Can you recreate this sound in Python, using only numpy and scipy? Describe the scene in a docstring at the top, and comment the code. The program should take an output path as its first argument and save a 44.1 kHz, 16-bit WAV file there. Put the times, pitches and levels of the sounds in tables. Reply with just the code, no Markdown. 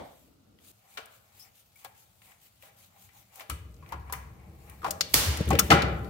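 """A steel staple gun in a wooden garage is set on a board, squeezed, fired and lifted off with clacks and knocks.
Before it, hands turn a screwdriver; the screw squeaks and sleeves rustle close to a two-port microphone.
Rattling contacts ring steel and board modes, and sparse reflections return from the room.
Shaped noise makes cloth, the shot's hissing treble tail, rubs, wall boom, a faint drone and air;
a wandering sine swings the frame."""
import sys
import numpy as np
from scipy import signal
from scipy.fft import rfft, irfft
from scipy.io import wavfile
from scipy.ndimage import uniform_filter1d

SR = 44100
rng = np.random.default_rng(int(sys.argv[2]) if len(sys.argv) > 2 else 0)


def pcm_store(signal):
    """Save signal as 16-bit PCM."""
    levels = np.round(np.clip(np.atleast_2d(signal), -1, 1) * 32767)
    wavfile.write(sys.argv[1], SR, levels.astype(np.int16).T)


def rack_gain(trim_db):
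    """Turn a fader trim in dB into the linear factor to multiply a signal by."""
    fader = np.asarray(trim_db, float)
    return 10 ** (fader / 20)


N = 268701
RING = 4096  # samples a blow lasts

# Modes of the steel parts. Each row: pitch in Hz, relative level in dB, t60 in seconds.
STEEL = [(1335, -4, .03), (2000, -5, .03), (2330, -3, .05), (2900, -4, .03), (3500, -5, .03),
         (4400, -5, .02), (5500, -6, .015), (6510, -4, .015), (8350, -7, .012), (10080, -9, .012),
         (11700, -5, .012)]
# Likeness of left and right in diffuse sound. Each row: frequency in Hz, likeness from 0 to 1.
SAME = [(60, 0.89), (130, 0.94), (300, 0.45), (650, 0.11), (1400, 0.03), (15000, 0)]
# Cuts between three stretches of work. One row: times in seconds.
CUTS = (.717, 3.495)


def evened(x):
    """Scales a sound to rms 1."""
    return x / np.sqrt(np.mean(x ** 2) + 1e-20)


def read(points, hz):
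    """Reads a table on a log-frequency axis."""
    f, value = np.transpose(points)
    return np.interp(np.log(hz + 1), np.log(f + 1), value)


def stretch(index):
    """1 during one stretch of work, 0 outside."""
    return 1. * (np.searchsorted(CUTS, np.arange(N) / SR) == index)


def swells(peaks, rise_db_s):
    """Gain from rows (peak s, dB, fade dB per s): straight rise and fade in dB, powers added."""
    t = np.arange(0, N + 64, 64) / SR
    power = 0
    for s, db, fade in peaks:
        drop_db = np.where(t < s, rise_db_s * (s - t), fade * (t - s))
        power = power + rack_gain(db - drop_db) ** 2
    return np.interp(np.arange(N) / SR, t, np.sqrt(power))


def fading_gain(start_db, fade_db_s):
    """Gain that falls steadily in dB from the first sample."""
    return rack_gain(start_db - fade_db_s * np.arange(N) / SR)


def slow_drift(size):
    """Smooth random drift of rms 1, from noise averaged twice over size samples."""
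    once = uniform_filter1d(rng.standard_normal(N), size)
    return evened(uniform_filter1d(once, size))


def noise(points, patchy_db, size):
    """Stereo noise of a spectrum in dB per Hz, with drifting patches, alike in the bass; rms 1."""
    hz = np.fft.rfftfreq(size, 1 / SR)
    a, b, c, d, patches = rng.standard_normal((N * 4 // size + 5, len(hz), 5)).T
    patches = uniform_filter1d(patches, size // 64, axis=0)  # over frequency
    patches = evened(uniform_filter1d(patches, 8192 // size, axis=1))  # over time
    same = read(SAME, hz)[:, None]
    left, other = a + 1j * b, c + 1j * d
    z = np.array([left, same * left + np.sqrt(1 - same ** 2) * other])
    z *= rack_gain(read(points, hz)[:, None] + patchy_db * patches)
    return evened(signal.istft(z, nperseg=size, noverlap=size * 3 // 4)[1][:, :N])


def resonance(hz, width):
    """Response of one resonance of about unit gain on the bins of a blow; width in Hz."""
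    back = np.exp(-2j * np.pi * np.arange(RING // 2 + 1) / RING)
    pole = np.exp((2j * np.pi * hz - np.pi * width) / SR)
    return (1 - abs(pole)) * (1 / (1 - pole * back) + 1 / (1 - np.conj(pole) * back))


def rattle(length):
    """Spectra of a short chatter of contacts, as the left and right ports hear it close by."""
    # Likeness of left and right in close sound. Each row: frequency in Hz, likeness from 0 to 1.
    near_same = [(100, .98), (400, 1), (1000, 0.46), (3000, 0), (15000, 0)]
    port_lag_s = 0.000197  # the left port hears the work a little earlier
    t, bins = np.arange(RING) / SR, np.fft.rfftfreq(RING, 1 / SR)
    uneven = rack_gain(2.0 * uniform_filter1d(rng.standard_normal(RING), 12))
    envelope = (1 - np.exp(-t / (0.071 * length))) ** 2 * np.exp(-t / length)
    left, other = rfft(rng.standard_normal((2, RING)) * uneven * envelope)
    same = read(near_same, bins)
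    right = same * left + np.sqrt(1 - same ** 2) * other
    return left, right * np.exp(-2j * np.pi * bins * port_lag_s)


def struck_colour(hz, treble_db, modes, ring_db, edge_hz, top_hz, q):
    """Colour of a blow: its main ring, the object's modes and a bright crack."""
    bins = np.fft.rfftfreq(RING, 1 / SR)
    main = resonance(hz, hz / q) ** 2
    rings = 0
    for f, mode_db, t60 in modes:
        spot_db = 2.5 * rng.standard_normal()  # the spot struck favours some modes
        # modes near the main ring are struck hardest
        gain = rack_gain(mode_db - 11.5 * abs(np.log2(f / hz)) + spot_db)
        rings = rings + gain * resonance(f, np.log(1000) / np.pi / t60) * np.sqrt(t60)
    # a low top_hz dulls the crack, as soft wood does
    crack = (1j * bins / (edge_hz + 1j * bins)) ** 3 / (1 + 1j * bins / top_hz) ** 2
    parts = ((main, 0), (rings, ring_db), (crack, treble_db + 4.5))
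    return sum(rack_gain(db) * part / np.linalg.norm(part) for part, db in parts)


def struck(rows, modes, ring_db, edge_hz, top_hz, q, left_db):
    """All blows of one kind: left, right, and as sent into the room with a smooth colour."""
    out = np.zeros((3, N + RING))
    for s, db, hz, treble_db, length, room_db in rows:
        length = max(length, .0005)
        left, right = rattle(length)
        colour = struck_colour(hz, treble_db, modes, ring_db, edge_hz, top_hz, q)
        # the room hears the blow from all sides, so no chatter roughens its colour
        sound = np.array([evened(irfft(colour * drive)) for drive in (left, right, 1)])
        feeds_db = np.array([[left_db / 2], [-left_db / 2], [room_db]])
        # energy = peak squared x rattle length, with the rms 8 dB under the nominal peak
        sound *= rack_gain(db - 8.0 + feeds_db) * np.sqrt(length * SR / RING)
        at = round(s * SR)
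        out[:, at:at + RING] += sound
    return out[:, :N]


def rattling(rows, rattle_s):
    """Gives each blow its rattle length, rattle_s at -30 dB: harder blows chatter longer."""
    doubling_db = 70  # a blow this much harder chatters twice as long
    return [(s, db, hz, treble_db, rattle_s * 2 ** ((db + 30) / doubling_db), room_db)
            for s, db, hz, treble_db, room_db in rows]


def staple_shot():
    """The spring drives the staple home: a burst of short, bright steel blows."""
    # Each row: start in seconds, nominal peak in dB, main ring in Hz,
    # relative treble in dB, room feed in dB.
    shot_blows = [(5.1375, -13, 3000, 1, -11), (5.1408, 1.5, 5050, -6, 0), (5.1445, -9, 3000, 4.5, -1),
                  (5.149, -11, 4600, -6, -4), (5.156, -18, 3500, -7, -8)]
    return struck(rattling(shot_blows, 0.0018), STEEL,
                  ring_db=-16, edge_hz=4700, top_hz=29800, q=0.71, left_db=0.0)


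def steel_clicks():
    """Steel parts click as short contacts ring the steel modes."""
    # Each row: start in seconds, nominal peak in dB, main ring in Hz,
    # relative treble in dB, room feed in dB.
    click_blows = [(.587, -52, 2680, -14, -8), (.972, -31, 2880, -11, -7.5), (.979, -31.5, 2300, -18, -16),
                   (1.057, -41, 9300, 17, -13), (1.846, -32.5, 2140, 21, -7), (2.218, -48, 2150, -13, -3),
                   (2.318, -46.5, 1900, -15, -20), (2.624, -41.5, 2430, 0, -3),
                   (3.09, -49, 1980, -21, -0.5), (3.357, -38, 7100, 8, -9), (3.396, -33.5, 2060, -1, -9),
                   (3.408, -48, 3000, 3, 5), (3.419, -51, 2270, 0, 3), (3.497, -25.5, 8800, -10, -5),
                   (3.499, -25, 2560, -1.5, -6), (3.742, -53, 5900, -11, -25), (3.765, -55, 5000, -10, -17),
                   (3.861, -46, 2120, -20, -8), (3.89, -44.5, 4450, -1, -14), (3.921, -39.5, 4700, 7, -18),
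                   (3.93, -37.5, 1950, -20, -7), (3.998, -54, 4500, -3, 1), (4.124, -21, 6400, 5.5, -6.5),
                   (4.135, -25.5, 1760, -7, -7), (4.15, -36, 1830, -15, -19), (4.697, -38, 2190, 5, -6),
                   (4.907, -16.5, 6730, -2, -15), (5.008, -10, 4500, -20, -12.5),
                   (5.372, -27.5, 10100, -14, -10), (5.41, -39, 12000, -2, -18),
                   (5.455, -40, 12000, 2, -15), (5.477, -32.5, 2940, -4, -4), (5.488, -29.5, 9500, -2, -19),
                   (5.504, -23.5, 7360, -7, -12), (5.512, -21.5, 2100, -20, -1.5),
                   (5.53, -26.5, 2300, -18, -7), (5.552, -22, 2240, -27, -15),
                   (5.588, -11.5, 2710, -5, -13.5), (5.592, -2.5, 6540, -2, -20.5),
                   (5.703, -15.5, 4630, -28, -5), (5.705, -7, 2100, -47, -4.5), (5.712, -13, 3600, -30, -8),
                   (5.72, -11, 2220, -43, -4.5), (5.735, -14.5, 1900, -35, -6), (5.82, -22, 3500, -35, -5),
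                   (5.825, -23, 2190, -30, -10), (6.045, -44.5, 4120, -6, -1)]
    return struck(rattling(click_blows, 0.0043), STEEL,
                  ring_db=-5.5, edge_hz=5200, top_hz=30500, q=1.3, left_db=7.0)


def wood_knocks():
    """The tool, then the gun's nose and body, bump the board and ring its modes."""
    # Each row: start in seconds, nominal peak in dB, main ring in Hz,
    # relative treble in dB, room feed in dB.
    knock_blows = [(.972, -29.5, 1450, -3, -9), (.984, -35.5, 642, -13, -9), (1.846, -33.5, 860, -6, -12),
                   (2.63, -47.5, 643, -4, 1), (2.96, -52.5, 790, -14, -2), (3.405, -36, 640, -0.5, -6),
                   (3.497, -27.5, 1220, -12, -12.5), (3.506, -34.5, 290, 2.5, -22),
                   (3.824, -45.5, 1080, -28, -1.5), (3.921, -25.5, 960, -53, -9.5),
                   (4.096, -34.5, 1020, -33, -6), (4.124, -26.5, 1010, -34, -9.5),
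                   (4.817, -40, 1290, -21, -12), (4.827, -38.5, 1150, -41, 7.5),
                   (4.843, -17.5, 1050, -50, -24), (4.862, -23.5, 830, -44, -17),
                   (4.877, -25, 620, -49, -4.5), (5.504, -14, 817, -34, -13.5), (5.528, -15, 386, -42, -17),
                   (5.548, -21.5, 465, -31, -13), (5.589, -15.5, 1310, -24, -23),
                   (5.702, -5.5, 742, -38, -10), (5.715, -5, 1360, -14, -8.5),
                   (5.728, -17.5, 386, -37.5, -4.5), (5.74, -16, 567, -38, -4), (5.778, -26, 1330, -33, -3)]
    # Modes of the board. Each row: pitch in Hz, relative level in dB, t60 in seconds.
    board = [(165, -4, .1), (300, -6, .08), (460, -6, .08), (550, -3, .09), (790, 0, .08), (1000, -4, .07),
             (1090, -3, .07), (1220, -3, .07), (1310, -4, .07), (1385, -4, .07), (1640, -5, .07),
             (2330, -5, .09)]
    return struck(rattling(knock_blows, .011), board,
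                  ring_db=1.0, edge_hz=490, top_hz=3500, q=4.2, left_db=4.0)


def screw_squeaks():
    """The screw squeaks and chirps as it turns: rattles through a narrow main ring."""
    # Each row: start in seconds, nominal peak in dB, main ring in Hz, length in seconds.
    squeak_rows = [(1.392, -44.5, 5180, 0.035), (1.425, -46, 5700, 0.011), (1.444, -49, 2320, 0.0064),
                   (1.757, -47, 2290, 0.006)]
    treble_db, room_db = -3, -18
    chirps = [(s, db, hz, treble_db, length, room_db) for s, db, hz, length in squeak_rows]
    return struck(chirps, STEEL, ring_db=-25, edge_hz=9900, top_hz=30000, q=14, left_db=10.0)


def garage(x, longer):
    """Sparse reflections of random sign, each band dying at its own speed."""
    # Each row: frequency in Hz, t60 in seconds before the factor longer.
    decay_times = [(125, 1), (300, 1), (700, 0.92), (1800, 0.75), (5000, 0.45), (13000, 0.28)]
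    taps = np.zeros((2, SR))
    at = np.arange(200, SR - 12, 12) + rng.integers(0, 12, (2, (SR - 201) // 12))
    np.put_along_axis(taps, at, rng.choice([-1., 1.], at.shape), 1)
    hz, t, z = signal.stft(taps, SR, nperseg=256)
    same = read(SAME, hz)[:, None]
    z[1] = same * z[0] + np.sqrt(1 - same ** 2) * z[1]
    t60 = longer * read(decay_times, hz)[:, None]
    tail = signal.istft(z * rack_gain(-60 * t / t60), SR, nperseg=256)[1]
    return signal.fftconvolve(x[None], tail / np.linalg.norm(tail[0]), axes=1)[:, :N]


def bright_swishes():
    """Grainy bright noise: sleeves and skin brushing, and the hissing treble tail after the shot."""
    # Each row: middle in seconds, level in dB, half length in seconds.
    swish_rows = [(0.14, -67, 0.15), (0.703, -56.5, 0.08), (0.952, -62, 0.062), (1.146, -64, 0.033),
                  (1.408, -61.5, 0.061), (1.585, -65.5, 0.038), (1.82, -62, 0.05), (2.004, -64, 0.042),
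                  (2.278, -62.5, 0.056), (2.45, -63, 0.039), (2.655, -60, 0.039), (2.823, -62.5, 0.054),
                  (3.031, -59.5, 0.046), (3.185, -61.5, 0.045), (3.384, -55, 0.046), (3.553, -79, 0.062),
                  (3.894, -68, 0.028), (4.676, -70.5, 0.097), (4.96, -68, 0.22), (5.21, -43, 0.09),
                  (5.65, -48, 0.052), (6.003, -66.5, 0.14)]
    # One row: steady brushing level in dB in each stretch of work.
    brush_levels = (-77.5, -68.5, -69.5)
    # Each row: frequency in Hz, level in dB per Hz.
    swish_tone = [(900, -2.5), (1700, -2.5), (2300, 2), (3000, 2.5), (5500, -1), (7200, 3), (10500, 0),
                  (12000, 4), (15600, 3.5), (17000, -35)]
    t = np.arange(0, N, 64) / SR
    swish = 0
    for s, db, half in swish_rows:
        same_stretch = np.searchsorted(CUTS, t) == np.searchsorted(CUTS, s)
        swish = swish + rack_gain(db) * np.exp(-abs((t - s) / half) ** 3) * same_stretch
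    swish = np.interp(np.arange(N) / SR, t, swish)
    brushing = sum(rack_gain(db) * stretch(index=k) for k, db in enumerate(brush_levels))
    grain = rack_gain(1.3 * evened(uniform_filter1d(rng.standard_normal(N), 200)))
    return noise(swish_tone, patchy_db=1.85, size=512) * grain * (swish + brushing)


def dull_rubs():
    """The tool rubs on the bracket, then the gun on the board: swells of duller noise."""
    # Each row: peak in seconds, level in dB, fade in dB per second.
    rub_swells = [(.86, -67, 86), (.97, -60, 86), (1.31, -68.5, 56), (1.47, -64, 192), (1.855, -60.5, 184),
                  (2.3, -61.5, 121), (2.68, -63, 103), (2.96, -64, 200), (3.17, -66, 116),
                  (3.41, -50.5, 300), (3.83, -67, 100), (3.94, -47.5, 348), (4.084, -54, 77),
                  (4.4, -61, 24), (4.69, -55.5, 63)]
    # Each row: frequency in Hz, level in dB per Hz.
    rub_tone = [(350, -30), (520, -12), (650, -12), (790, 0), (940, -12), (1080, -8), (1500, -18),
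                (2280, -10), (2900, -22), (4000, -40)]
    return swells(rub_swells, rise_db_s=201) * noise(rub_tone, patchy_db=2.0, size=1024)


def wall_boom():
    """Pushes on the board shake the building: a swinging frame pitch in lumpy low noise."""
    # Each row: peak in seconds, boom in dB, upper boom in dB, fade in dB per second;
    # both levels are before the stereo narrowing.
    pushes = [(3.504, -36, -44, 212), (3.529, -38, -64, 208), (3.61, -39.5, -73, 229), (3.7, -47, -77, 47),
              (3.938, -39.5, -50, 154), (4.0, -42.5, -63, 57), (4.15, -44, -53, 54), (4.26, -50, -60, 32),
              (4.48, -56, -54, 77), (4.839, -53, -42, 89), (5.03, -68, -49, 64), (5.168, -25.5, -33, 250),
              (5.288, -23, -36.5, 184), (5.408, -25.5, -24, 700), (5.479, -24, -33, 300),
              (5.508, -40, -22, 130.5), (5.54, -22.5, -36, 402.5), (5.63, -28.5, -35.5, 206),
              (5.708, -37, -16.5, 177), (5.74, -25, -28, 170), (5.83, -27.5, -30.5, 48),
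              (6.0, -44, -38.5, 100)]
    # Spectra of the low and the upper boom. Each row: frequency in Hz, level in dB per Hz.
    low_tone, upper_tone = [(15, -59), (25, -25), (52, -20.5), (70, 1.5), (86, -6), (140, -14), (180, -37),
                            (310, -120)], [(71, -31), (120, -5), (193, -5), (253, -16.5), (345, -10),
                                              (403, -19), (452, -8), (500, -18), (650, -17.5), (1100, -120)]
    frame_hz, wander_hz = 71.6, 7  # one loose pitch and the rms of its wander
    frame_share = .85  # amplitude share of the swing in a push
    lean_db, lean_upper_db = -52, -58  # steady shaking while the gun rests on the board
    width = .55  # share of the left-right difference kept
    s, low_db, upper_db, fade = np.transpose(pushes)
    pitch = frame_hz + wander_hz * slow_drift(2000)
    swing = np.sqrt(2) * np.sin(2 * np.pi * np.cumsum(pitch) / SR)
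    push = swells(zip(s, low_db, fade), rise_db_s=457)
    lump_gain = np.hypot(push * np.sqrt(1 - frame_share ** 2), rack_gain(lean_db))
    low = push * frame_share * swing + lump_gain * noise(low_tone, patchy_db=1.0, size=2048)
    # the upper boom answers a push at once
    upper_gain = np.hypot(swells(zip(s, upper_db, fade), rise_db_s=1400), rack_gain(lean_upper_db))
    upper = upper_gain * noise(upper_tone, patchy_db=1.0, size=2048)
    shaking = (low + upper) * stretch(index=2)
    middle = shaking.mean(axis=0)
    return middle + width * (shaking - middle)


def early_rumble():
    """Wall rumble in the first stretch: steady low noise, plus a bump that dies."""
    # Each row: frequency in Hz, level in dB per Hz.
    early_tone = [(18, -46), (30, -16), (65, 4), (102, -4.5), (269, -3), (580, -14.5), (767, -23),
                  (805, -34), (1190, -23), (1500, -29), (1950, -60), (3300, -120)]
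    gain = np.hypot(fading_gain(-44, fade_db_s=200), rack_gain(-62.5))
    return gain * noise(early_tone, patchy_db=1.0, size=2048) * stretch(index=0)


def outside_drone():
    """A faint low drone from outside in the second stretch: noise of slowly wavering level."""
    # Each row: frequency in Hz, level in dB per Hz.
    drone_tone = [(18, -45), (30, 11), (59, -4.5), (108, 5.5), (140, -11), (195, 0), (228, -12), (371, -16),
                  (411, -23), (450, -28), (580, -59), (990, -120)]
    gain = rack_gain(-69.5 + 2.5 * slow_drift(2500))
    return gain * noise(drone_tone, patchy_db=0.0, size=2048) * stretch(index=1)


def fading_bump():
    """An earlier bump dies in the room: noise falling steadily in dB."""
    # Each row: frequency in Hz, level in dB per Hz.
    fading_tone = [(180, -35), (300, -21), (410, -20), (553, -0.5), (790, -5.5), (1610, -22), (2330, -19.5),
                   (2540, -32), (3320, -22), (4680, -31), (7070, -39), (9000, -35), (11700, -61),
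                   (19800, -120)]
    return fading_gain(-42.5, fade_db_s=119) * noise(fading_tone, patchy_db=1.0, size=512)


def room_air():
    """Still room air: steady, very quiet noise."""
    # Each row: frequency in Hz, level in dB per Hz.
    air_tone = [(180, -11), (300, -19), (584, -5.5), (762, -6.5), (1100, -13), (1390, -8), (1610, -17.5),
                (4230, -15), (4590, -16), (16000, -30)]
    return rack_gain(-71.5) * noise(air_tone, patchy_db=0.5, size=1024)


def scene():
    """Gun, board and hands close by, the garage around them, then boom and air."""
    shot = staple_shot()
    hands = steel_clicks() + wood_knocks() + screw_squeaks()
    shot_tail = garage(shot[2], longer=1.63)  # the shot's tail dies more slowly
    room = garage(hands[2], longer=0.88) * rack_gain([[1.2], [-1.2]])  # left, right in dB
    swishes = (bright_swishes() + dull_rubs()) * rack_gain([[1.5], [-1.5]])
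    boom = (wall_boom() + early_rumble() + outside_drone()) * rack_gain([[.9], [-.9]])
    return shot[:2] + hands[:2] + shot_tail + room + swishes + boom + fading_bump() + room_air()


def top_cut(x):
    """Nothing passes above the cut-off."""
    return signal.sosfilt(signal.butter(12, 16820, fs=SR, output="sos"), x)


def record(dry):
    """Microphone bass cut, a soft ceiling and a band limit."""
    bass_cut_hz, edge_hz = 57.7, 15900
    bass_cut = signal.butter(4, bass_cut_hz, "high", fs=SR, output="sos")
    thin = signal.sosfilt(bass_cut, dry)
    band_limit = signal.firwin(255, edge_hz, window=("kaiser", 8), fs=SR)
    limited = signal.oaconvolve(np.tanh(thin), band_limit[None], "same")
    return top_cut(limited)


dry = scene()
out = record(dry)
pcm_store(out)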